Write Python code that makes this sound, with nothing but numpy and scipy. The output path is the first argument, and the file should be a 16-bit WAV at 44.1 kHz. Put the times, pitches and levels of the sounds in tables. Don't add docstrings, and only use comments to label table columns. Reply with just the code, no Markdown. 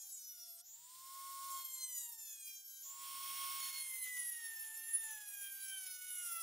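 import sys
import numpy as np
from scipy import signal
from scipy.fft import rfft, irfft, next_fast_len
from scipy.io import wavfile
from scipy.ndimage import uniform_filter1d

SR = 44100
rng = np.random.default_rng(int(sys.argv[2]) if len(sys.argv) > 2 else 0)


def transcribe(u):
    v = np.clip(np.atleast_2d(u).T, -1, 1)
    q = np.round(v * 32767).astype(np.int16)
    wavfile.write(sys.argv[1], SR, q)


N = 283122
STEP = 40
RIPPLE_HZ = 360


def from_db(db):
    return 10 ** (np.asarray(db) / 20)


def rms_one(x):
    return x / np.sqrt(np.mean(x ** 2) + 1e-20)


def fill(control, size):
    return np.interp(np.arange(size) / STEP, np.arange(len(control)), control)


def read_table(time, rows):
    return np.interp(time, *np.transpose(rows))


def at_hz(points, hz):
    table = np.array(points)
    return np.interp(np.log(hz), np.log(table[:, 0]), table[:, 1])


def modes_db(modes, hz):
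    return sum(db / (1 + (2 * (hz - centre) / width) ** 2) for centre, width, db in modes)


def swells(time, s, length, db):
    from_middle = (time - np.array(s)[:, None]) / np.array(length)[:, None]
    return np.array(db)[:, None] * np.exp(-from_middle ** 2)


def drift(rate, size):
    r = np.exp(-2 * np.pi * STEP * rate / SR)
    chance = signal.lfilter([1], [1, -2 * r, r * r], rng.standard_normal(size + 1000))
    return rms_one(chance[1000:])


# pitch in Hz, likeness from 0 to 1.
LIKENESS = [(60, 1), (120, 0.97), (240, 1), (480, 0.45), (950, 1), (1890, 1), (3770, 0.85), (7520, 1),
            (15000, 0.98)]


def noise(spectrum, size):
    padded = next_fast_len(size)
    hz = np.maximum(np.arange(padded // 2 + 1) * SR / padded, 1)
    mid, side = rfft(rng.standard_normal((2, padded))) * from_db(at_hz(spectrum, hz))
    alike = np.clip(at_hz(LIKENESS, hz), 0, 1)
    pair = np.sqrt(1 + alike) * mid + np.sqrt(1 - alike) * side * np.array([[1], [-1]])
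    return rms_one(irfft(pair, padded)[:, :size])


def tone(phase, rms_db, spread):
    gap = fill(spread * (rng.standard_normal() + 0.24 * drift(0.72, len(rms_db))), len(phase))
    start = rng.uniform(0, 2 * np.pi)
    pair = (phase + start) % (2 * np.pi) + gap * np.array([[1], [-1]])
    return np.sqrt(2) * fill(from_db(rms_db), len(phase)) * np.sin(pair.astype(np.float32))


# pitch in Hz, relative level in dB per Hz.
RUMBLE_COLOUR = [(12, -34), (20, -3), (64, -15.5), (103, -6), (129, -10), (145, -12), (162, -5.5),
                 (201, -9), (263, -3), (330, -8), (365, -4), (414, -8.5), (600, -6.5), (780, -10),
                 (1320, -120)]
DRONE_COLOUR = [(110, -27), (132, -0.5), (140, -22), (148, -13), (175, -41)]
FIRST_LOWS_DB = (-93, -97, -94.5, -101)
SECOND_LOWS_DB = (-86.5, -90.5, -95, -94.5)
LOWS_FOLLOW, LOWS_HISS_DB = 0.47, -57.5


def lows(hiss_db, contact, lows_db, size):
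    out = 0
    for colour, free_db, cut_db in [(RUMBLE_COLOUR, *lows_db[:2]), (DRONE_COLOUR, *lows_db[2:])]:
        swell_db = LOWS_FOLLOW * (hiss_db - LOWS_HISS_DB)
        level_db = swell_db + free_db + (cut_db - free_db) * contact + 0.8 * drift(1.0, len(contact))
        out = out + fill(from_db(level_db), size) * noise(colour, size)
    return out


# time in seconds, speed in turns per second.
FIRST_BITES = [
    [(0.0, 839.5), (0.08, 785.2), (0.24, 739.3), (0.32, 727.7), (0.4, 706.6), (0.48, 689.5), (0.56, 685.9),
     (0.615, 685.9)],
    [(1.495, 1084.5), (1.59, 1077.1), (1.675, 1061.6), (1.76, 1051.1), (1.845, 1033.7), (1.93, 998.8),
     (2.015, 962.3), (2.27, 871.1), (2.355, 836.3), (2.44, 811.2), (2.525, 800.1), (2.695, 784.6),
     (2.828, 782.0)],
]
SECOND_BITES = [
    [(3.59, 1088.0), (3.67, 1082.1), (3.75, 1081.1), (3.83, 1070.7), (3.99, 1033.4), (4.07, 1009.2),
     (4.31, 955.2), (4.47, 914.5), (4.55, 903.3), (4.71, 887.6), (4.95, 913.1), (5.03, 896.4),
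     (5.27, 828.1), (5.43, 803.0), (5.51, 793.0), (5.75, 777.7), (5.91, 740.5), (5.99, 734.9),
     (6.07, 738.3), (6.15, 729.3), (6.23, 714.9), (6.31, 685.5), (6.39, 671.3), (6.5, 655.0)],
]
FIRST_DIGS_S = [-0.1, 1.66]
SECOND_DIGS_S = [3.8]
FIRST_FREE_SPEED, SECOND_FREE_SPEED = 1086.5, 1088.3
SPIN_UP_S, SETTLE_S = 0.187, 0.52
TOUCH_SHARE = 0.58
TOUCH_IN_S, BITE_IN_S, LIFT_S = 0.02, 0.11, 0.0087


def load(time, bites, digs, free_speed):
    shaft, contact = np.full(len(time), free_speed), np.zeros(len(time))
    for bite, dig in zip(bites, digs):
        s, speed = np.transpose(bite)
        since = np.maximum(time - s[-1], 0)
        gap = (free_speed - speed[-1]) * np.exp(-since / SPIN_UP_S - (since / SETTLE_S) ** 3)
        dragged_or_free = np.where(since > 0, free_speed - gap, np.interp(time, s, speed))
        shaft = np.where(time < s[0], shaft, dragged_or_free)
        touch = np.clip((time - s[0]) / TOUCH_IN_S, 0, TOUCH_SHARE)
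        sunk = touch + np.clip((time - dig) / BITE_IN_S, 0, 1)
        lifting = (s[-1] - time) / LIFT_S + 0.5
        contact = np.maximum(contact, np.clip(np.minimum(sunk, lifting), 0, 1))
    return uniform_filter1d(shaft, size=44), contact


# pitch in Hz, relative level in dB per Hz.
FIRST_AIR = [(130, -58), (700, -18.5), (1300, -12), (1900, -8), (2600, -8), (3300, 1.5), (4300, 0.5),
             (5500, -0.5), (7000, -1), (8200, -5), (9800, -4.5), (11500, -0.5), (13500, 0.5), (15600, 0.5)]
FIRST_GRIND = [(130, -31), (700, -23), (1300, -17.5), (1900, -17), (2600, -17.5), (3300, -7.5), (4300, -8),
               (5500, -9), (7000, 2), (8200, -15.5), (9800, 2.5), (11500, -4.5), (13500, -1.5),
               (15600, -9.5)]
SECOND_AIR = [(130, -74), (700, -11.5), (1300, -8), (1900, -5.5), (2600, 2), (3300, 6.5), (4300, -3.5),
              (5500, 2), (7000, -5.5), (8200, 0.5), (9800, 4.5), (11500, -0.5), (13500, 2.5), (15600, 1.5)]
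SECOND_GRIND = [(130, -26), (700, -26.5), (1300, -9), (1900, -7), (2600, -4), (3300, 2.5), (4300, -8.5),
                (5500, -5), (7000, 5), (8200, -19), (9800, 3), (11500, 3), (13500, -3.5), (15600, -2.5)]
# time in seconds, level in dB against the upper hiss.
ROAR = [(0.0, -7.5), (0.4, -3), (0.64, -1.5), (0.8, -1), (1.1, -4.5), (1.5, -4), (1.62, 4.5), (2.0, -3),
        (2.9, -3.5), (3.5, -1.5), (3.84, -2.5), (4.6, 2.5), (5.15, 0.3), (5.3, 2.5), (6.1, 1.5), (6.42, 8)]
ROAR_HZ = 5150


def hiss(time, turns, ripple, hiss_db, contact, air, grind):
    size, points = len(turns), len(contact)
    blown = np.sqrt(1 - contact) * from_db(hiss_db + 0.8 * drift(12.0, points))
    grit_db = hiss_db + 1.2 * drift(23.0, points) + 0.8 * drift(55.0, points)
    ground = np.sqrt(contact) * from_db(grit_db)
    both = noise(air, size) * (1 + 0.15 * np.cos(ripple)) * fill(blown, size)
    both = both + noise(grind, size) * (1 + 0.46 * np.cos(turns)) * fill(ground, size)
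    roar = signal.sosfiltfilt(signal.butter(2, ROAR_HZ, fs=SR, output="sos"), both)
    return both + roar * (fill(from_db(read_table(time, ROAR)), size) - 1)


def imbalance_hum(turns, ripple, once_db, twice_db, contact):
    points = len(contact)
    wander_db = 0.5 * drift(30.0, points) + 3.6 * contact * drift(4.5, points)
    hum = tone(turns, once_db + wander_db, spread=0.33)
    hum = hum + tone(turns + ripple, once_db - 20.5, spread=0.37)
    hum = hum + tone(turns - ripple, once_db - 38.5, spread=0.3)
    return hum + tone(2 * turns, twice_db + 1.57 * drift(22.0, points), spread=0.25)


# multiple of the shaft rate, level in dB against the hiss
FIRST_FREE = [(4, -27.5), (5, -16.5)]
SECOND_FREE = [(3, -19.5), (4, -18), (5, -12.5), (13, -31), (14, -13)]


def free_tones(turns, hiss_db, dug, straining, free_orders):
    out = 0
    for order, db in free_orders:
        level_db = hiss_db + db - 30 * dug - 12 * straining + 0.66 * drift(12.0, len(dug))
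        out = out + tone(order * turns, level_db, spread=0.11)
    return out


# base levels in dB against the whole whine, from five ripple steps under the pole order
FIRST_WHINE_DB = [-12.5, -10, -10, -1.5, -5.5, 2.5, -1.5, 2.5, -9, 1]
SECOND_WHINE_DB = [-12, -18, -24.5, -17, -11.5, -2.5, -3.5, 0, -4.5, -1.5]
# centre in Hz, width in Hz, lift in dB.
HOUSING_MODE = [(7120, 560, 12)]
POLE_ORDER = 8
CHIRP_ORDER = 18.2
FREE_WHINE_DB, CUT_WHINE_DB = -16.5, -9
SPIN_UP_WHINE_DB = 11.5


def whine(turns, shaft, ripple, hiss_db, dug, straining, lines_db):
    out, size, points = 0, len(turns), len(shaft)
    whine_db = hiss_db + FREE_WHINE_DB + SPIN_UP_WHINE_DB * straining
    whine_db = whine_db + (CUT_WHINE_DB - FREE_WHINE_DB) * dug + 4.0 * dug * drift(7.8, points)
    smoothing = 1 - (shaft / shaft.max()) ** 4 * (1 - dug)
    for step, db in enumerate(lines_db, -5):
        hz = POLE_ORDER * shaft + step * RIPPLE_HZ
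        narrowing_db = 3.8 * max(step, -0.3 * step) * smoothing
        level_db = whine_db + db - narrowing_db + modes_db(HOUSING_MODE, hz) + 2.0 * drift(36.0, points)
        out = out + tone(POLE_ORDER * turns + step * ripple, level_db, spread=0.27)
    for step in range(4):
        blur = fill(0.5 * drift(40.0, points), size)
        phase = 2 * POLE_ORDER * turns + step * ripple + blur
        out = out + tone(phase, whine_db + 0.5 - 12 * dug, spread=0.22)
    blur = fill(0.9 * drift(60.0, points), size)
    return out + tone(CHIRP_ORDER * turns + blur, whine_db - 7.0 - 30 * dug, spread=0.25)


# middle in seconds, length in seconds to each side, change in dB.
SKIPS = [(0.465, 0.023, 2.5), (1.633, 0.013, -3.5), (1.876, .018, -5), (2.175, 0.024, -6),
         (2.396, 0.05, -3.5), (2.645, 0.028, -4), (3.723, .025, -6), (4.12, .03, -4.5), (4.44, 0.015, -1.5),
         (4.723, 0.027, -2), (5.196, 0.0072, -4), (5.52, 0.059, -2.5), (6.004, 0.037, -3)]


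def skips_db(time):
    return swells(time, *np.transpose(SKIPS)).sum(axis=0)


# middle in seconds, pitch in Hz, length in seconds to each side, lift in dB.
FLARES = [(0.056, 7150.0, 0.029, 12), (0.085, 11500, 0.046, 3), (0.122, 10810.0, 0.03, 5.8),
          (0.145, 7600, 0.036, 18), (0.174, 6850.0, 0.037, 12), (0.284, 11700, 0.058, 9.5),
          (0.299, 5860.0, 0.055, 12), (0.319, 14000, 0.039, 14), (0.332, 9430.0, 0.052, 5),
          (0.34, 8750, 0.053, 10), (0.427, 5500, 0.039, 13.5), (0.54, 11670.0, 0.047, 11.5),
          (0.554, 12400, 0.061, 8), (1.553, 7650, 0.12, 11.5), (1.6, 4310.0, 0.075, 8.5),
          (1.663, 11700, 0.027, 11.5), (1.741, 7300, 0.058, 11), (1.79, 6320, 0.11, 8.5),
          (1.818, 4060, 0.11, 13.5), (1.821, 7280.0, 0.026, 2), (1.821, 12500, 0.049, 1),
          (1.831, 9400, 0.064, 7), (1.831, 14700, 0.036, 2), (1.913, 13200, 0.029, 2),
          (1.92, 5900, 0.09, 9.5), (1.966, 6860, 0.047, 12), (1.985, 8900, 0.056, 12),
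          (1.99, 11500, 0.014, 1), (2.065, 9100, 0.14, 10.5), (2.12, 7410.0, 0.037, -3),
          (2.235, 8800, 0.033, 12), (2.317, 3400.0, 0.071, 6), (2.43, 2500, 0.2, 14),
          (2.517, 5700, 0.061, 8.5), (2.524, 8930, 0.17, 9), (2.656, 11700, 0.073, 2),
          (2.82, 11800.0, 0.024, 10.5), (3.63, 10850.0, 0.02, 10.5), (3.64, 4350.0, 0.063, 23),
          (3.762, 4330, 0.079, 23.5), (3.896, 11630.0, 0.058, 3.5), (3.92, 10400, 0.088, 2.5),
          (4.036, 10100, 0.036, 12.5), (4.1, 4100, 0.36, 8), (4.143, 14500, 0.044, 18),
          (4.173, 6890.0, 0.047, 12.5), (4.2, 9700, 0.039, 10), (4.258, 11630.0, 0.049, 5),
          (4.267, 10670, 0.046, 7.6), (4.483, 10150, 0.074, 15.5), (4.545, 10850.0, 0.054, 4),
          (4.597, 11700, 0.065, 8.5), (4.63, 7180, 0.036, -9), (4.644, 9860.0, 0.029, 3),
          (4.949, 10030.0, 0.049, 18.5), (5.028, 14400, 0.063, 5), (5.067, 7100, 0.11, 8.5),
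          (5.11, 6100, 0.054, 11), (5.294, 2480, 0.1, 4.5), (5.394, 10510.0, 0.048, 2.5),
          (5.433, 12050, 0.14, 8), (5.473, 3130, 0.053, 14), (5.502, 2350, 0.097, 8.5),
          (5.657, 10500, 0.049, 7), (5.737, 3120, 0.052, 10), (5.802, 10200, 0.059, 10.5),
          (5.84, 2300, 0.14, 3), (5.926, 11080, 0.08, -2), (6.193, 7300, 0.067, 4), (6.2, 2830, 0.089, 8.5),
          (6.2, 10600, 0.06, 5), (6.269, 9750, 0.019, 5), (6.36, 10100, 0.054, 4)]
FLARE_HZ = 450


def flares_db(time, hz):
    s, centre, length, db = np.transpose(FLARES)
    coarse = slice(None, None, 8)
    nearness = np.exp(-((hz[coarse] - centre[:, None]) / FLARE_HZ) ** 2)
    lift = swells(time[coarse], s, length, db) * nearness
    return np.interp(time, time[coarse], lift.sum(axis=0))


FIRST_RUB_DB = [-15, -8, 1.5, -5.7, 0.2, -6, 1.7]
SECOND_RUB_DB = [-2.5, -9.5, -2.5, -5, 5, 3.5, 1.5]


def rub_bands(time, rub_db, colour_db, contact):
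    off_metal = np.clip(1 - contact / TOUCH_SHARE, 0, 1)
    return [rub_db + db + 2.5 * drift(5.6, len(time)) - 35 * off_metal for db in colour_db]


RUB_BANDS_HZ = [2600, 4000, 5600, 7200, 10200, 12200, 14600]
# centre in Hz, width in Hz, lift in dB.
FIRST_MODES = [(3290, 1200, 11.5), (6930, 920, 9.5), (8220, 300, 16.5), (11820, 1570, 16)]
SECOND_MODES = [(3170, 500, 4.9), (5720, 270, 5.7), (6300, 1700, 2.7), (9765, 480, 2.94), (10524, 760, 7.1),
                (10890, 260, 2.85)]
RIPPLE_SWING = 0.02


def rubbing(time, turns, shaft, bands_db, modes, ripple):
    out, points = 0, len(shaft)
    together = drift(30.0, points) + 1.2 * drift(76.0, points)
    turns = turns + RIPPLE_SWING * np.sin(ripple)
    for order in range(3, 24):
        hz = order * shaft
        place = np.interp(np.log(hz), np.log(RUB_BANDS_HZ), range(len(RUB_BANDS_HZ)))
        band_db = sum(np.maximum(1 - np.abs(place - k), 0) * db for k, db in enumerate(bands_db))
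        restless = 0.65 + 0.055 * place
        alone = drift(7.0, points) + 0.7 * drift(35.0, points)
        wander_db = 2.7 * restless * (alone + 0.45 * together)
        level_db = band_db + modes_db(modes, hz) + flares_db(time, hz) - 4.5 + wander_db
        out = out + tone(order * turns, level_db, spread=0.33)
    return out * (1 + 0.1 * np.cos(ripple))


# time in seconds, left minus right in dB.
PLACE = [(0.0, 0.4), (0.79, -0.2), (1.38, -1), (1.57, -0.4), (2.77, 0), (2.9, -2), (3.79, -2.5),
         (4.06, -1.5), (6.42, -1.5)]
SPIN_UP_GAP = 0.22


def tool_pass(rows, bites, digs, free_speed, rub_colour_db, modes, lines_db, air, grind, free_orders,
              lows_db):
    s, *columns = np.transpose(rows)
    first, last = int(max(s[0], 0) * SR), min(int(s[-1] * SR), N)
    size = last - first
    time = np.arange(first, last + STEP, STEP) / SR
    once_db, twice_db, rub_db, hiss_db = [np.interp(time, s, column) for column in columns]
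    skip_db = skips_db(time)
    rub_db, hiss_db = rub_db + skip_db, hiss_db + 0.78 * skip_db

    shaft, contact = load(time, bites, digs, free_speed)
    dug = np.clip((contact - TOUCH_SHARE) / (1 - TOUCH_SHARE), 0, 1)
    straining = np.clip((1 - shaft / free_speed) / SPIN_UP_GAP, 0, 1) * (1 - contact)
    turns = 2 * np.pi * np.cumsum(fill(shaft, size)) / SR
    ripple = 2 * np.pi * RIPPLE_HZ * np.arange(first, last) / SR

    sound = hiss(time, turns, ripple, hiss_db, contact, air, grind)
    sound = sound + imbalance_hum(turns, ripple, once_db, twice_db, contact)
    sound = sound + free_tones(turns, hiss_db, dug, straining, free_orders)
    sound = sound + whine(turns, shaft, ripple, hiss_db, dug, straining, lines_db)
    bands_db = rub_bands(time, rub_db, rub_colour_db, contact)
    sound = sound + rubbing(time, turns, shaft, bands_db, modes, ripple)

    left_minus_right_db = fill(read_table(time, PLACE), size)
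    sound = sound * from_db(left_minus_right_db * np.array([[0.5], [-0.5]]))
    sound = sound + lows(hiss_db, contact, lows_db, size)
    return np.pad(sound, ((0, 0), (first, N - last)))


# time in seconds, once-a-turn hum in dB, twice-a-turn hum in dB,
# rubbing orders in dB, hiss in dB.
FIRST_PASS = [(0.0, -86, -90, -70, -56.5), (0.16, -88, -86, -72.5, -62), (0.26, -93, -88, -72.5, -62),
              (0.4, -84.5, -79.5, -70, -62), (0.56, -76, -84.5, -75, -65.5), (0.6, -78, -81, -81.5, -58.5),
              (0.625, -80, -85, -64, -73), (0.66, -92, -93, -60, -65), (0.76, -81.5, -96, -69, -63.5),
              (0.91, -68.5, -91, -67, -57), (1.165, -54.5, -74.5, -66, -52.5),
              (1.5, -50.5, -72.5, -64, -49), (1.6, -52, -70, -60, -54), (1.68, -65.5, -73, -62.5, -60.5),
              (1.78, -72.5, -67, -62, -61), (1.88, -74, -71.5, -60, -57.5), (2.0, -78, -72.5, -62.5, -57),
              (2.15, -79.5, -76, -66, -59), (2.35, -95, -78.5, -66, -59), (2.52, -94.5, -84, -65.5, -65),
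              (2.78, -92, -81, -69, -64), (2.82, -92, -77, -74.5, -59), (2.86, -85, -97, -65, -58),
              (2.96, -73.5, -82, -67, -58.5), (3.2, -64, -78, -67, -56.5), (3.4, -74, -95, -67, -78),
              (3.57, -92, -116, -65, -97)]
SECOND_PASS = [(2.82, -97, -94, -64, -86), (2.86, -68.5, -90, -64, -66), (3.03, -56, -73.5, -61, -51.5),
               (3.27, -52, -64, -70, -46.5), (3.35, -54.5, -62.5, -72, -45.5), (3.43, -48.5, -63, -64, -45),
               (3.55, -50, -60.5, -73, -45), (3.75, -57, -57, -64, -44.5), (3.84, -74, -55, -58.5, -52),
               (4.0, -83, -55.5, -59, -58), (4.1, -83, -50, -60.5, -52.5), (4.22, -74, -50, -62, -55),
               (4.32, -94, -56, -63.5, -57), (4.47, -75.5, -53, -64, -58),
               (4.72, -72.5, -58.5, -63.5, -60.5), (4.95, -76, -56, -62.5, -60.5),
               (5.1, -69, -54, -63, -55.5), (5.3, -82, -65.5, -62, -64.5),
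               (5.43, -81.5, -59.5, -62.5, -60.5), (5.53, -89, -62, -62.5, -61),
               (5.75, -80.5, -59, -61.5, -61.5), (5.85, -83, -63.5, -59, -61),
               (6.0, -100, -63, -59.5, -61.5), (6.15, -90, -62.5, -60, -62), (6.3, -74, -54.5, -60, -60.5),
               (6.42, -75, -54, -59.5, -71)]


def scene():
    first = tool_pass(FIRST_PASS, FIRST_BITES, FIRST_DIGS_S, FIRST_FREE_SPEED, FIRST_RUB_DB, FIRST_MODES,
                      FIRST_WHINE_DB, FIRST_AIR, FIRST_GRIND, FIRST_FREE, FIRST_LOWS_DB)
    second = tool_pass(SECOND_PASS, SECOND_BITES, SECOND_DIGS_S, SECOND_FREE_SPEED, SECOND_RUB_DB,
                       SECOND_MODES, SECOND_WHINE_DB, SECOND_AIR, SECOND_GRIND, SECOND_FREE,
                       SECOND_LOWS_DB)
    return first + second


CUTOFF_HZ = 15740


def record(dry):
    return signal.sosfilt(signal.ellip(13, 0.5, 60, CUTOFF_HZ, fs=SR, output="sos"), dry)


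dry = scene()
out = record(dry)
transcribe(out)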